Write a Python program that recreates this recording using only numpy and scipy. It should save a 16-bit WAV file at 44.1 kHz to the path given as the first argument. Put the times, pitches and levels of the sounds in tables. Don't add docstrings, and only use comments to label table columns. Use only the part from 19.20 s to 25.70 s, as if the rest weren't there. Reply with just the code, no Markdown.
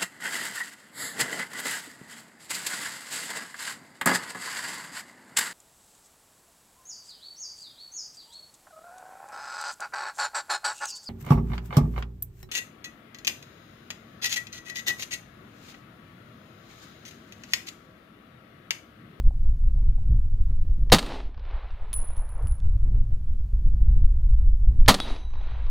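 import sys
import numpy as np
from scipy import signal
from scipy.fft import rfft, irfft
from scipy.io import wavfile
from scipy.ndimage import uniform_filter1d, minimum_filter1d

SR = 44100
rng = np.random.default_rng(int(sys.argv[2]) if len(sys.argv) > 2 else 0)


def to_wav(s):
    ch = np.atleast_2d(s).T
    pcm = np.round(np.clip(ch, -1, 1) * 32767)
    wavfile.write(sys.argv[1], SR, pcm.astype(np.int16))


N = 286650
TIME = np.arange(N) / SR

# frequency in Hz, relative level in dB.
STEEL_COLOUR = [(240, -33), (400, 3.5), (2580, -3.5), (4330, -0.5), (6510, -13.5), (7930, -12), (9370, -9),
                (10300, -29.5), (11600, -21.5), (15000, -39)]
PORT_SIGNS = np.array([[1], [-1]])


def gain_of(db):
    return 10 ** (np.asarray(db) / 20)


def unit_rms(x):
    return x / np.sqrt(np.mean(x ** 2) + 1e-20)


def add(mix, s, sound):
    part = mix[..., round(s * SR):][..., :sound.shape[-1]]
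    part += sound[..., :part.shape[-1]]


def lowpass(x, hz, order=2):
    return signal.sosfilt(signal.butter(order, min(hz, SR / 2 - 1), fs=SR, output="sos"), x)


def noise(colour, size=N, peaks=(), peak_db=0):
    hz = np.fft.rfftfreq(size, 1 / SR)
    colour_hz, colour_db = np.transpose(colour)
    shape = gain_of(np.interp(np.log(hz + 1), np.log(colour_hz + 1), colour_db))
    lift = sum(gain_of(db / 2) / (1 + ((hz - centre) / (width / 2)) ** 2) for centre, width, db in peaks)
    shape *= 1 + gain_of(peak_db) * lift
    return unit_rms(irfft(rfft(rng.standard_normal(size)) * shape, size))


def wander(hz, size=N):
    band = np.fft.rfftfreq(size, 1 / SR) < hz
    return unit_rms(irfft(rfft(rng.standard_normal(size)) * band, size))


def swell(t, rise, hold, t60):
    return np.clip(t / rise, 0, 1) * gain_of(-60 * np.maximum(t - rise - hold, 0) / t60)


def burst(colour, t60):
    return noise(colour, size=4096) * gain_of(-60 * TIME[:4096] / t60)


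def ring(modes, spin_hz=0, tumble=0, contact_s=0.00042):
    t = TIME[:SR]
    out = np.zeros(len(t))
    for hz, db, t60 in modes:
        angle = 2 * np.pi * spin_hz * rng.uniform(0.6, 1.0) * t + rng.uniform(-1.6, 1)
        facing = 1 - tumble + tumble * np.cos(angle)
        out += facing * gain_of(db - 60 * t / t60) * np.sin(2 * np.pi * hz * t)
    return out * (1 - np.exp(-t / contact_s))


def wind(rasp_db=3.5, buffet_db=1.5, puffs_db=2, flutter_db=2.5, air_db=-67, ports_db=-17):
    # time in seconds, relative levels of buffeting and of eddies in dB.
    strength = [(0.0, -20.5, -36), (1.6, -19, -32), (2.1, -15, -34), (2.2, -14.5, -30.5), (2.5, -25, -42.5),
                (2.85, -23.5, -37.5), (3.0, -20.5, -40.5), (3.15, -35, -40), (3.25, -16, -47),
                (3.4, -30.5, -38.5), (3.45, -17.5, -29), (4.3, -26, -38), (4.65, -16.5, -29),
                (5.4, -17.5, -37.1), (5.55, -18, -28.3), (6.15, -5.5, -27.5), (6.3, -14.5, -27.5),
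                (6.5, -14.5, -37)]
    # centre in seconds, relative level in dB, length in seconds.
    puffs = [(0.919, -24, 0.1), (2.191, -21.5, 0.042), (3.25, -29.5, .07), (3.734, -27, 0.062),
             (4.557, -32.5, 0.059), (5.472, -39, .05), (6.151, -26, 0.045)]
    # frequency in Hz, relative level in dB.
    buffet_colour = [(4, -1.5), (15, 3.5), (27, -1), (45, -6), (60, -8), (80, -25), (130, -51.5),
                     (300, -100)]
    eddy_colour = [(30, -20), (65, 1.5), (100, -3), (150, -15), (250, -28), (500, -42), (1000, -53),
                   (3000, -67), (8000, -88)]
    air_colour = [(100, -4.5), (400, -7), (1000, -11.5), (2000, -19.5), (5000, -23.5), (10000, -26.5),
                  (16000, -28)]
    port_colour = [(100, -10.5), (400, -1.5), (2000, -9.5), (6500, -13.5), (9000, -35), (16000, -44.5)]
    buffet, eddies = noise(buffet_colour), noise(eddy_colour)
    buffet /= np.sqrt(uniform_filter1d(buffet ** 2, size=9000) + 1e-6)
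    rumble = lowpass(eddies, 250, order=1)
    eddies = rumble + (eddies - rumble) * gain_of(rasp_db * wander(33))
    times, buffet_levels, eddy_levels = np.transpose(strength)
    buffet *= gain_of(np.interp(TIME, times, buffet_levels) + buffet_db)
    eddies *= gain_of(np.interp(TIME, times, eddy_levels))
    air = noise(air_colour) + PORT_SIGNS * gain_of(ports_db) * noise(port_colour)
    gusts = (buffet + eddies) * gain_of(flutter_db * wander(16))
    puffing = sum(gain_of(db + puffs_db) * np.exp(-(2 * (TIME - s) / span) ** 2) for s, db, span in puffs)
    return gusts + puffing * lowpass(noise(eddy_colour), 480, order=1) + gain_of(air_db) * air


def mount_taps():
    # start in seconds, gain in dB.
    taps = [(0.108, -54.5), (.253, -66), (.583, -61.5), (.783, -58.5), (5.443, -59.5), (6.106, -57)]
    # frequency in Hz, relative level in dB, t60 in seconds.
    modes = [(606, 6, 0.028), (743, 15, 0.022), (875, -14, 0.012), (1200, -18.5, .02)]
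    out = np.zeros(N)
    for s, db in taps:
        add(out, s, gain_of(db) * ring(modes))
    return out


def hammer(t60=0.017, dull_hz=6500):
    # start in seconds, gain in dB.
    falls = [(1.6999, -34), (5.661, -35.5)]
    out = np.zeros(N)
    for s, db in falls:
        add(out, s, gain_of(db) * lowpass(burst(STEEL_COLOUR, t60), dull_hz, order=6))
    return out


def shock(length_s):
    u = TIME[:2048] / length_s
    return (1 - u) * np.exp(-u)


def blast(muzzle_s=0.0033, bullet_db=-17, crack_db=-4, boom_db=-15, ports_db=-20):
    # delay in seconds, gain in dB, length in seconds.
    fronts = [(.0034, 3, .0004), (.0078, -6, .00015), (0.0104, 5, .0004), (0.0119, 1, .0002),
              (.016, -3, .0002)]
    # frequency in Hz, relative level in dB.
    crack_colour = [(150, -29), (300, -7.5), (750, -4.5), (1000, -6.5), (1500, -11), (1900, -6),
                    (2300, -11), (2900, -10), (4100, -5), (5250, -14.5), (6500, -14), (13000, -23.5),
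                    (16000, -28.5)]
    boom_colour = [(41, -24.5), (80, 3), (140, -0.5), (260, -1), (380, -6.5), (570, -11.5), (820, -16.5),
                   (1300, -17), (1900, -42.5), (3300, -100)]
    port_colour = [(300, -24.5), (4000, -33.5), (7000, -17.5), (9500, -1), (10800, -2.5), (12500, -13),
                   (16000, -15)]
    # centre in Hz, width in Hz, weight in dB.
    body = [(201, 45, 5.5), (283, 18, 4.5), (380, 25, -4.5), (495, 32, -5.5), (650, 28, 1), (800, 42, -2),
            (1024, 40, -2.5), (1194, 36, -3), (1273, 180, 4), (1860, 33, -3.5)]
    housing = [(2710, 47, -0.5), (3180, 70, -1), (3630, 23, -3.5), (4020, 15, -1.5), (4580, 140, -0.5)]
    crack_tail_db, boom_tail_db, tail_t60 = -32.5, -28, 0.46
    suction_depth, deepest_s = 0.58, 0.003
    t = TIME[:8192]
    age = np.maximum(t - muzzle_s, 0)
    tail = gain_of(-60 * t / tail_t60)
    bullet = gain_of(bullet_db) * (t < muzzle_s)
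    crack = noise(crack_colour, len(t), peaks=body + housing)
    crack = crack + PORT_SIGNS * gain_of(ports_db) * noise(port_colour, len(t))
    crack_envelope = gain_of(crack_db) * swell(age, rise=0.0006, hold=0, t60=0.089)
    crack *= bullet + crack_envelope + gain_of(crack_tail_db) * tail
    boom = noise(boom_colour, len(t), peaks=body, peak_db=5)
    boom_envelope = gain_of(boom_db) * swell(age, rise=0.014, hold=0.008, t60=0.07)
    boom *= boom_envelope + gain_of(boom_tail_db) * tail
    suction = suction_depth * age / deepest_s * np.exp(1 - age / deepest_s)
    out = crack + boom - suction
    for delay, db, length_s in fronts:
        add(out, delay, gain_of(db) * shock(length_s))
    return out


def scatter(colour, distance, dull_hz, lumpy_db=2.5, roll_db=3.5, low_band_hz=1700):
    size = len(distance)
    bright, dull = noise(colour, size), lowpass(noise(colour, size), dull_hz)
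    wash = np.sqrt(1 - distance) * bright + np.sqrt(distance) * dull
    hz = np.fft.rfftfreq(size, 1 / SR)
    low = irfft(rfft(wash) / (1 + (hz / low_band_hz) ** 4), size)
    lumps = unit_rms(gain_of(lumpy_db * wander(110, size) + roll_db * wander(6.1, size)))
    return wash + low * (lumps - 1)


def echoes(slope_db=-19):
    # frequency in Hz, relative level in dB.
    slope_colour = [(71, -40.5), (120, -6), (298, 3), (357, -3), (412, -2.5), (592, -6), (869, -3.5),
                    (961, -8.5), (1660, -13), (3950, -12.5), (6820, -29.5), (10000, -36), (15000, -53.5)]
    woods_colour = [(120, -46.5), (200, -17.5), (317, -12), (355, -6.5), (465, -2), (968, -1.5),
                    (1660, -8.5), (3930, -17.5), (5760, -38), (6240, -40.5), (6650, -57), (9000, -60.5),
                    (11700, -85), (19800, -120)]
    # delay in seconds, gain in dB, then rise, hold and t60 in seconds.
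    stands = [(0.361, -34.5, 0.19, 0.061, 1.56), (0.859, -49, 0.33, 0.31, 1)]
    t = TIME[:3 * SR]
    slope = scatter(slope_colour, distance=np.clip((t - 0.13) / 0.28, 0, 1), dull_hz=2600)
    woods = scatter(woods_colour, distance=np.clip((t - 0.65) / 0.67, 0, 1), dull_hz=1600)
    slope *= gain_of(slope_db) * swell(t, rise=0.2, hold=0.03, t60=0.51)
    woods *= sum(gain_of(db) * swell(t - delay, rise, hold, t60) for delay, db, rise, hold, t60 in stands)
    return slope + woods


def rifle_shots():
    # start in seconds, blast gain in dB, echo gain in dB.
    shots = [(1.7197, 20, -1), (5.68, 20, 0)]
    # delay in seconds, relative level in dB.
    slaps = [(.108, -14), (.131, -30.5), (.2, -13.5), (.283, -17.5), (.425, -31.5), (.456, -26),
             (0.475, -27), (.532, -30), (.59, -31), (.786, -35.5)]
    # frequency in Hz, relative level in dB.
    slap_colour = [(120, -28), (300, -6), (1000, -5), (1700, -15.5), (4000, -18.5), (6000, -26),
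                   (12000, -79)]
    out = np.zeros((2, N))
    for s, blast_db, echo_db in shots:
        add(out, s, gain_of(blast_db) * blast())
        add(out, s, gain_of(echo_db) * echoes())
        for delay, db in slaps:
            slap = lowpass(burst(slap_colour, t60=0.034), 5100, order=6)
            add(out, s + delay, gain_of(echo_db + db) * slap)
    return out


def bolt():
    # start in seconds, gain in dB, t60 in seconds.
    knocks = [(1.7458, 6, 0.031), (1.7847, -3.5, 0.05), (1.791, -2.5, 0.029), (1.827, -17, 0.027),
              (1.8623, -18, 0.042), (5.7423, -2, 0.038), (5.7465, 1, .022), (5.785, -25, 0.022)]
    out = np.zeros(N)
    for s, db, t60 in knocks:
        add(out, s, gain_of(db) * burst(STEEL_COLOUR, t60))
    return out


def spent_case(damping=0.12, rest_s=3.34, rest_t60=0.35):
    # start in seconds, then ring gain, side-mode boost and tick gain in dB.
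    landings = [(2.7305, -21, 7, -27.5), (2.7383, -14, -4, -28), (2.783, -55, 0, -48), (2.811, -51, 3, -51),
                (2.861, -42, 3, -62), (2.967, -39.5, 3, -49), (3.090, -45, 8, -55), (3.224, -54, 12, -56),
                (3.271, -39.5, 6, -46.5), (3.319, -47, 1, -53), (3.402, -71.5, 2, -51)]
    # frequency in Hz, relative level in dB, t60 in seconds.
    brass_modes = [(8070, -27.5, 0.32), (9934, -3, 0.45), (10010, -11.5, 0.316), (10230, -13, 0.21),
                   (14380, -28, .35), (14360, -29, .3)]
    # frequency in Hz, relative level in dB.
    tick_colour = [(500, -37), (1100, 8), (2000, -3.5), (3000, 4), (5000, -0.5), (9000, -3), (12000, -28.5),
                   (16000, -44)]
    ticks, ringing = np.zeros(N), np.zeros(N)
    for s, ring_db, boost_db, tick_db in landings:
        add(ticks, s, gain_of(tick_db) * lowpass(burst(tick_colour, t60=0.013), 8500, order=1))
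        ringing *= 1 - damping * np.clip((TIME - s) / 0.003, 0, 1)
        modes = [(hz, db if 9000 < hz < 11000 else db + boost_db, t60) for hz, db, t60 in brass_modes]
        add(ringing, s, gain_of(ring_db) * ring(modes, spin_hz=35.6, tumble=0.33))
    settling = gain_of(-60 * np.maximum(TIME - rest_s, 0) / rest_t60)
    return ticks + ringing * settling


def empty_clip(snap_db=6, clack_db=4):
    ejections = [(5.8017, -15.5)]
    # frequency in Hz, relative level in dB, t60 in seconds.
    modes = [(1000, -22, 3), (3150, -23, 0.45), (3420, 3.5, 0.17), (3830, 2, 0.38), (3890, -11, 1.28),
             (3850, -16, 0.51), (4511, -14, 0.51), (6095, -21.5, 1.17), (9440, -19, 0.53),
             (9448, -38.5, 0.92), (10100, -24, .7), (12030, -30, .45)]
    out = np.zeros(N)
    for s, db in ejections:
        add(out, s, -gain_of(snap_db) * lowpass(shock(0.00055), 4100))
        add(out, s, gain_of(clack_db) * lowpass(burst(STEEL_COLOUR, t60=0.0095), 4500, order=1))
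        add(out, s, gain_of(db) * ring(modes, spin_hz=11.54, tumble=0.25))
    return out


def gain_control(x, trigger=0.38, deepest_db=-19, hold_s=0.44, look_ahead_s=0.004, recovery_per_s=0.8):
    mid = x.mean(0)
    level = abs(mid - lowpass(mid, 300, order=1)) + 1e-9
    wanted = np.clip(trigger / level, gain_of(deepest_db), 1)
    hold = round(hold_s * SR)
    held = minimum_filter1d(wanted, hold, origin=(hold - 1) // 2 - round(look_ahead_s * SR))
    regained = recovery_per_s * TIME
    gain = np.minimum.accumulate(held - regained) + regained
    return x * uniform_filter1d(gain, size=128)


def scene():
    return hammer() + rifle_shots() + bolt() + empty_clip() + mount_taps() + wind() + spent_case()


def record(dry, ceiling=0.72, edge_hz=15900):
    ducked = gain_control(dry)
    squashed = ducked / (1 + (ducked / ceiling) ** 4) ** (1 / 4)
    band_limit = signal.firwin(511, edge_hz, window=("kaiser", 9), fs=SR)
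    return signal.oaconvolve(squashed, band_limit[None], "same")


dry = scene()
out = record(dry)
to_wav(out)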